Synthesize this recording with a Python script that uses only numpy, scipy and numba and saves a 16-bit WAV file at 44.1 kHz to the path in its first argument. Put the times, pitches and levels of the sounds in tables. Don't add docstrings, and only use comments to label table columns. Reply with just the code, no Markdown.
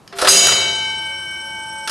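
import sys
import numpy as np
from scipy import signal
from scipy.fft import rfft, irfft
from scipy.io import wavfile
from scipy.ndimage import uniform_filter1d
from numba import njit

SR = 44100
rng = np.random.default_rng(int(sys.argv[2]) if len(sys.argv) > 2 else 0)


def digitize_waveform(pressure):
    field = np.atleast_2d(pressure).T
    bounded = np.clip(field, -1, 1)
    quanta = np.round(bounded * 32767).astype(np.int16)
    wavfile.write(sys.argv[1], SR, quanta)


N = 83790

# frequency in Hz, relative spectral level in dB.
AIR_SPECTRUM = [(18, -62), (30, -29), (207, -18), (387, -25), (1080, -27.5), (2080, -38), (2240, -39),
                (3430, -41), (12000, -48.5), (15600, -67), (22000, -120)]
CLACK_SPECTRUM = [(25, -46), (60, -29), (150, -19), (300, -16.5), (550, 5), (900, -2), (1400, 6),
                  (2300, -3), (3500, -1), (5000, -1), (7000, -10), (10500, -7.5), (12500, -19.5)]
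SCRAPE_SPECTRUM = [(200, 0), (500, 2), (1300, 3), (2500, 0), (6000, -5), (12000, -8)]
WORKS_SPECTRUM = [(40, -47), (80, 5), (150, 5.5), (250, -12), (500, 4), (1200, 6.5), (2000, -6), (3000, -1),
                  (5000, -4), (7000, -6.5), (12000, -12.5)]
CRASH_SPECTRUM = [(25, -39), (60, -21), (150, -2), (400, 3.5), (1500, -2), (2800, 4), (4800, 7),
                  (6500, 8.5), (9000, 1.5), (12000, -1)]
# frequency in Hz, side level relative to mid in dB.
STEREO_WIDTH = [(60, -5), (150, -6), (350, -11), (1500, -12), (3000, -16), (4500, -22), (12000, -24)]
# start in seconds, level in dB, bass shelf in dB, treble shelf in dB,
# T60 in seconds, relative ring of the case in dB.
LINKAGE_CLACKS = [(.0765, -18.5, -53.5, -9.5, 0.013, -31), (.081, -40, -10, -10, 0.027, -34),
                  (.1255, -24, -10.5, -25, 0.086, 4), (.185, -19, 1, 0, 0.21, -27),
                  (.215, -18.5, 9, 9.5, 0.11, -8), (.223, -12.5, 18, -22, 0.055, -27),
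                  (.246, -12, 7.5, -5, .15, -25), (.272, -3.5, -8.5, -4.5, 0.11, -5.5),
                  (.470, -11, 6.5, 17.5, 0.027, -19), (.484, -12.5, -2.5, -25, 0.11, -5.5),
                  (.521, -6, -4.5, -8, 0.028, -10.5), (1.874, -15.5, -12.5, 0.5, 0.073, -14),
                  (1.895, -17, -8, 5.5, 0.072, -18)]
# frequency in Hz, relative level in dB, T60 in seconds.
CASE_MODES = [(391.5, -15, 0.41), (691, -18, 0.73), (1080, -21, 0.11)]
WALL_MODES = [(67.2, -7, 1.2), (78.3, -9.5, 4.9), (143.8, -5.5, 2.7)]
# frequency in Hz, T60 in seconds.
ECHO_DECAY = [(100, 2.7), (500, 1.06), (2000, 0.79), (5000, 1.59), (11000, 0.35)]
CRASH_DECAY = [(100, 1.82), (500, 1.53), (2000, 1.2), (5000, 0.68), (11000, 0.69)]
WHISTLE_CENTRES = [340, 560, 646, 5542, 5650, 8200, 8200, 11170]
# half-width in Hz, level in dB.
WHISTLE_BANDS = [(5.06, -51.5), (5.95, -55), (5.97, -58.5), (13.7, -43.5), (432, -49), (23.6, -45),
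                 (288, -50.5), (36.4, -54)]
OVERTONE_PITCHES = [2226, 2714, 4059, 4814, 6234, 6321, 6508.5, 7807, 7860, 8032, 8263.6, 9236, 9460, 9846,
                    10545, 11176, 11714]
# relative level in dB, T60 in seconds.
OVERTONE_DECAYS = [(-39, 5.5), (-20.5, 1.16), (-17, 0.88), (-16.5, 0.91), (-18.5, 0.89), (-13.5, 0.66),
                   (-11.5, 0.84), (-23, 0.95), (-22, 1.05), (-21.5, 0.95), (-11.5, 0.56), (-16.5, 0.57),
                   (-18.5, 0.54), (-19, 0.64), (-16.5, 0.46), (-26.5, 0.63), (-27, 0.56)]
# frequency in Hz, offset of the twin in Hz, relative amplitude
# of the twin, left minus right level in dB, left phase lead in radians.
MODE_PAIRS = [(879.2, .98, .72, -2.3, -.1), (1555.3, -39, .21, .7, .15), (2250.2, -4.25, .36, -1.5, .45),
              (3033, -1.1, .08, 3.6, -.45), (3890.5, 1.2, .3, 5, -.9), (4937, 17, .2, 0, 0),
              (5813.5, -3, .25, 0, 0), (6880.5, 2.5, .25, 0, 0)]
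# relative level in dB, T60 in seconds,
# rise time in seconds, shimmer depth from 0 to 1.
PAIR_ENVELOPES = [(-36.5, 48, 0.37, .02), (-29.5, 14.2, 0.3, 0.2), (-24.5, 5.8, .08, 0.03),
                  (-17, 4.02, 0.024, 0.07), (-16.5, 1.55, 0.01, 0.4), (-12, 0.91, 0.0038, 1),
                  (-15.5, 0.96, 0.012, 0.72), (-5.5, 0.84, 0.068, 0.36)]

AIR_DB = -48.5
BASS_SHELF_HZ, TREBLE_SHELF_HZ, MODE_RISE_S = 756, 5930, 0.0078
ECHO_DB, ECHO_BUILD_S = -2, 0.004
SCRAPE_S, SCRAPE_END_S, SCRAPE_DB = 0.15, 0.18, -31.5
RUN_S, RUN_RISE_S, RUSH_DB = 0.15, 0.058, -46
TICKS_PER_S, TICK_T60_S, TICK_DB, TICK_HZ = 25, 0.035, -48.5, 8700
STRIKE_S, GONG_DB, SHIMMER_HZ = 0.283, 0.5, 48.6
CRASH_DB, CRASH_PEAKS_DB, CRASH_GRID_HZ = -7.5, 5, 40
THUD_S, THUD_DB = 0.44, -34.5
DUCK_THRESHOLD_DB, DUCK_RATIO, DUCK_ATTACK_S, DUCK_RELEASE_S = -6, 3.5, 0.0017, 0.047
CLIP_LEVEL, TOP_HZ = 0.85, 12300
FREQS = np.arange(N // 2 + 1) * SR / N


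def undb(db):
    return 10 ** (np.asarray(db) / 20)


def curve(points, hz=FREQS):
    knots, values = np.array(points, float).T
    return np.interp(np.log(hz + 1), np.log(knots), values)


def since(start):
    return np.maximum(np.arange(N) / SR - start, 0)


def fade(t, t60, attack):
    return (1 - np.exp(-t / attack)) * np.exp(-np.log(1000) * t / t60)


def wander(rate_hz):
    size = int(SR / rate_hz / 2)
    smooth = uniform_filter1d(uniform_filter1d(rng.standard_normal(N), size), size)
    return smooth / smooth.std()


def noise(gain):
    mid, side = rfft(rng.standard_normal((2, N))) * gain / np.sqrt(np.mean(gain ** 2))
    side = side * undb(curve(STEREO_WIDTH))
    return irfft(np.array([mid + side, mid - side]), N)


def noise_band(hz, half_width):
    return noise(1 / (1 + ((FREQS - hz) / half_width) ** 2))


def die_away(x, start, t60s, attack, bands=12):
    centres = np.geomspace(t60s[0][0], t60s[-1][0], bands)
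    spectrum, t = rfft(x), since(start)
    out = 0
    for hz, weights in zip(centres, np.eye(bands)):
        band = irfft(spectrum * curve(np.c_[centres, weights]), N)
        out += band * fade(t, curve(t60s, hz), attack)
    return out


def ring(modes, start):
    t = since(start)
    return sum(np.sqrt(2) * undb(db) * fade(t, t60, MODE_RISE_S) * np.sin(2 * np.pi * hz * t)
               for hz, db, t60 in modes)


def hallway_air():
    return undb(AIR_DB) * noise(undb(curve(AIR_SPECTRUM)))


def linkage_clacks():
    colour = undb(curve(CLACK_SPECTRUM))
    bass = 1 / (1 + (FREQS / BASS_SHELF_HZ) ** 2)
    treble = FREQS ** 2 / (FREQS ** 2 + TREBLE_SHELF_HZ ** 2)
    out = 0
    for start, db, bass_db, treble_db, t60, case_db in LINKAGE_CLACKS:
        shelved = colour * undb(bass_db * bass + treble_db * treble)
        shelf_gain = np.sqrt(np.mean(shelved ** 2) / np.mean(colour ** 2))
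        crack = shelf_gain * noise(shelved) * fade(since(start), t60, attack=0.00075)
        out += undb(db) * (crack + undb(case_db) * ring(CASE_MODES, start))
    return out


def with_hallway_echo(x):
    response = die_away(noise(np.ones_like(FREQS)), 0, ECHO_DECAY, ECHO_BUILD_S)
    response /= np.sqrt(np.sum(response ** 2) / 2)
    echo = signal.fftconvolve(x.mean(axis=0)[None], response, axes=1)[:, :N]
    return x + undb(ECHO_DB) * echo


def rod_scrape():
    pull = np.clip(since(SCRAPE_S) / (SCRAPE_END_S - SCRAPE_S), 0, 1)
    return undb(SCRAPE_DB) * pull * (pull < 1) * noise(undb(curve(SCRAPE_SPECTRUM)))


def running_works():
    out = undb(RUSH_DB) * noise(undb(curve(WORKS_SPECTRUM)))
    for hz, (half_width, db) in zip(WHISTLE_CENTRES, WHISTLE_BANDS):
        out += undb(db + wander(rate_hz=13)) * noise_band(hz, half_width)
    teeth_passed = np.cumsum(TICKS_PER_S * (1 + 0.24 * wander(rate_hz=25))) / SR
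    tick_age = teeth_passed % 1 / TICKS_PER_S
    ticks = fade(tick_age, TICK_T60_S, attack=0.00032) * undb(TICK_DB + 3 * wander(rate_hz=24.7))
    out += ticks * noise_band(TICK_HZ, half_width=3000)
    return out * (1 - np.exp(-since(RUN_S) / RUN_RISE_S))


def shimmering_tone(t, hz, shimmer, lead=0):
    phase = 2 * np.pi * hz * t + np.array([[lead], [-lead]]) / 2
    scattered = wander(SHIMMER_HZ) * np.sin(phase) + wander(SHIMMER_HZ) * np.cos(phase)
    return np.sqrt(2) * np.sin(phase) + shimmer * scattered


def gong_modes():
    t = since(STRIKE_S)
    out = 0
    for hz, (db, t60) in zip(OVERTONE_PITCHES, OVERTONE_DECAYS):
        out += undb(db) * fade(t, t60, MODE_RISE_S) * shimmering_tone(t, hz, shimmer=0.55)
    for (hz, split, twin, pan_db, lead), (db, t60, rise, shimmer) in zip(MODE_PAIRS, PAIR_ENVELOPES):
        pair = shimmering_tone(t, hz, shimmer, lead) - twin * shimmering_tone(t, hz + split, 0, lead)
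        ear_gains = undb(db + np.array([[pan_db], [-pan_db]]) / 2)
        out += ear_gains * pair * fade(t, t60, rise)
    return undb(GONG_DB) * out


def gong_crash():
    grid = np.arange(0, SR / 2, CRASH_GRID_HZ)
    peaks_db = CRASH_PEAKS_DB * np.interp(FREQS, grid, rng.uniform(0.021, 1, len(grid)))
    resonances = noise(undb(curve(CRASH_SPECTRUM) + peaks_db))
    return undb(CRASH_DB) * die_away(resonances, STRIKE_S, CRASH_DECAY, attack=0.00067)


def wall_thud():
    return undb(THUD_DB) * ring(WALL_MODES, THUD_S)


def scene():
    mechanism = with_hallway_echo(linkage_clacks() + rod_scrape())
    return hallway_air() + mechanism + running_works() + gong_modes() + gong_crash() + wall_thud()


@njit
def follow(x, attack_s, release_s):
    out, level = np.empty(len(x)), 0.
    for i in range(len(x)):
        level += (x[i] - level) / (SR * (attack_s if x[i] > level else release_s))
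        out[i] = level
    return out


def record(dry):
    envelope = follow(np.abs(dry).mean(axis=0), DUCK_ATTACK_S, DUCK_RELEASE_S)
    gain = np.maximum(envelope / undb(DUCK_THRESHOLD_DB), 1) ** (1 / DUCK_RATIO - 1)
    low_pass = signal.ellip(10, .2, 80, TOP_HZ, fs=SR, output="sos")
    return signal.sosfilt(low_pass, np.clip(dry * gain, -CLIP_LEVEL, CLIP_LEVEL))


dry = scene()
out = record(dry)
digitize_waveform(out)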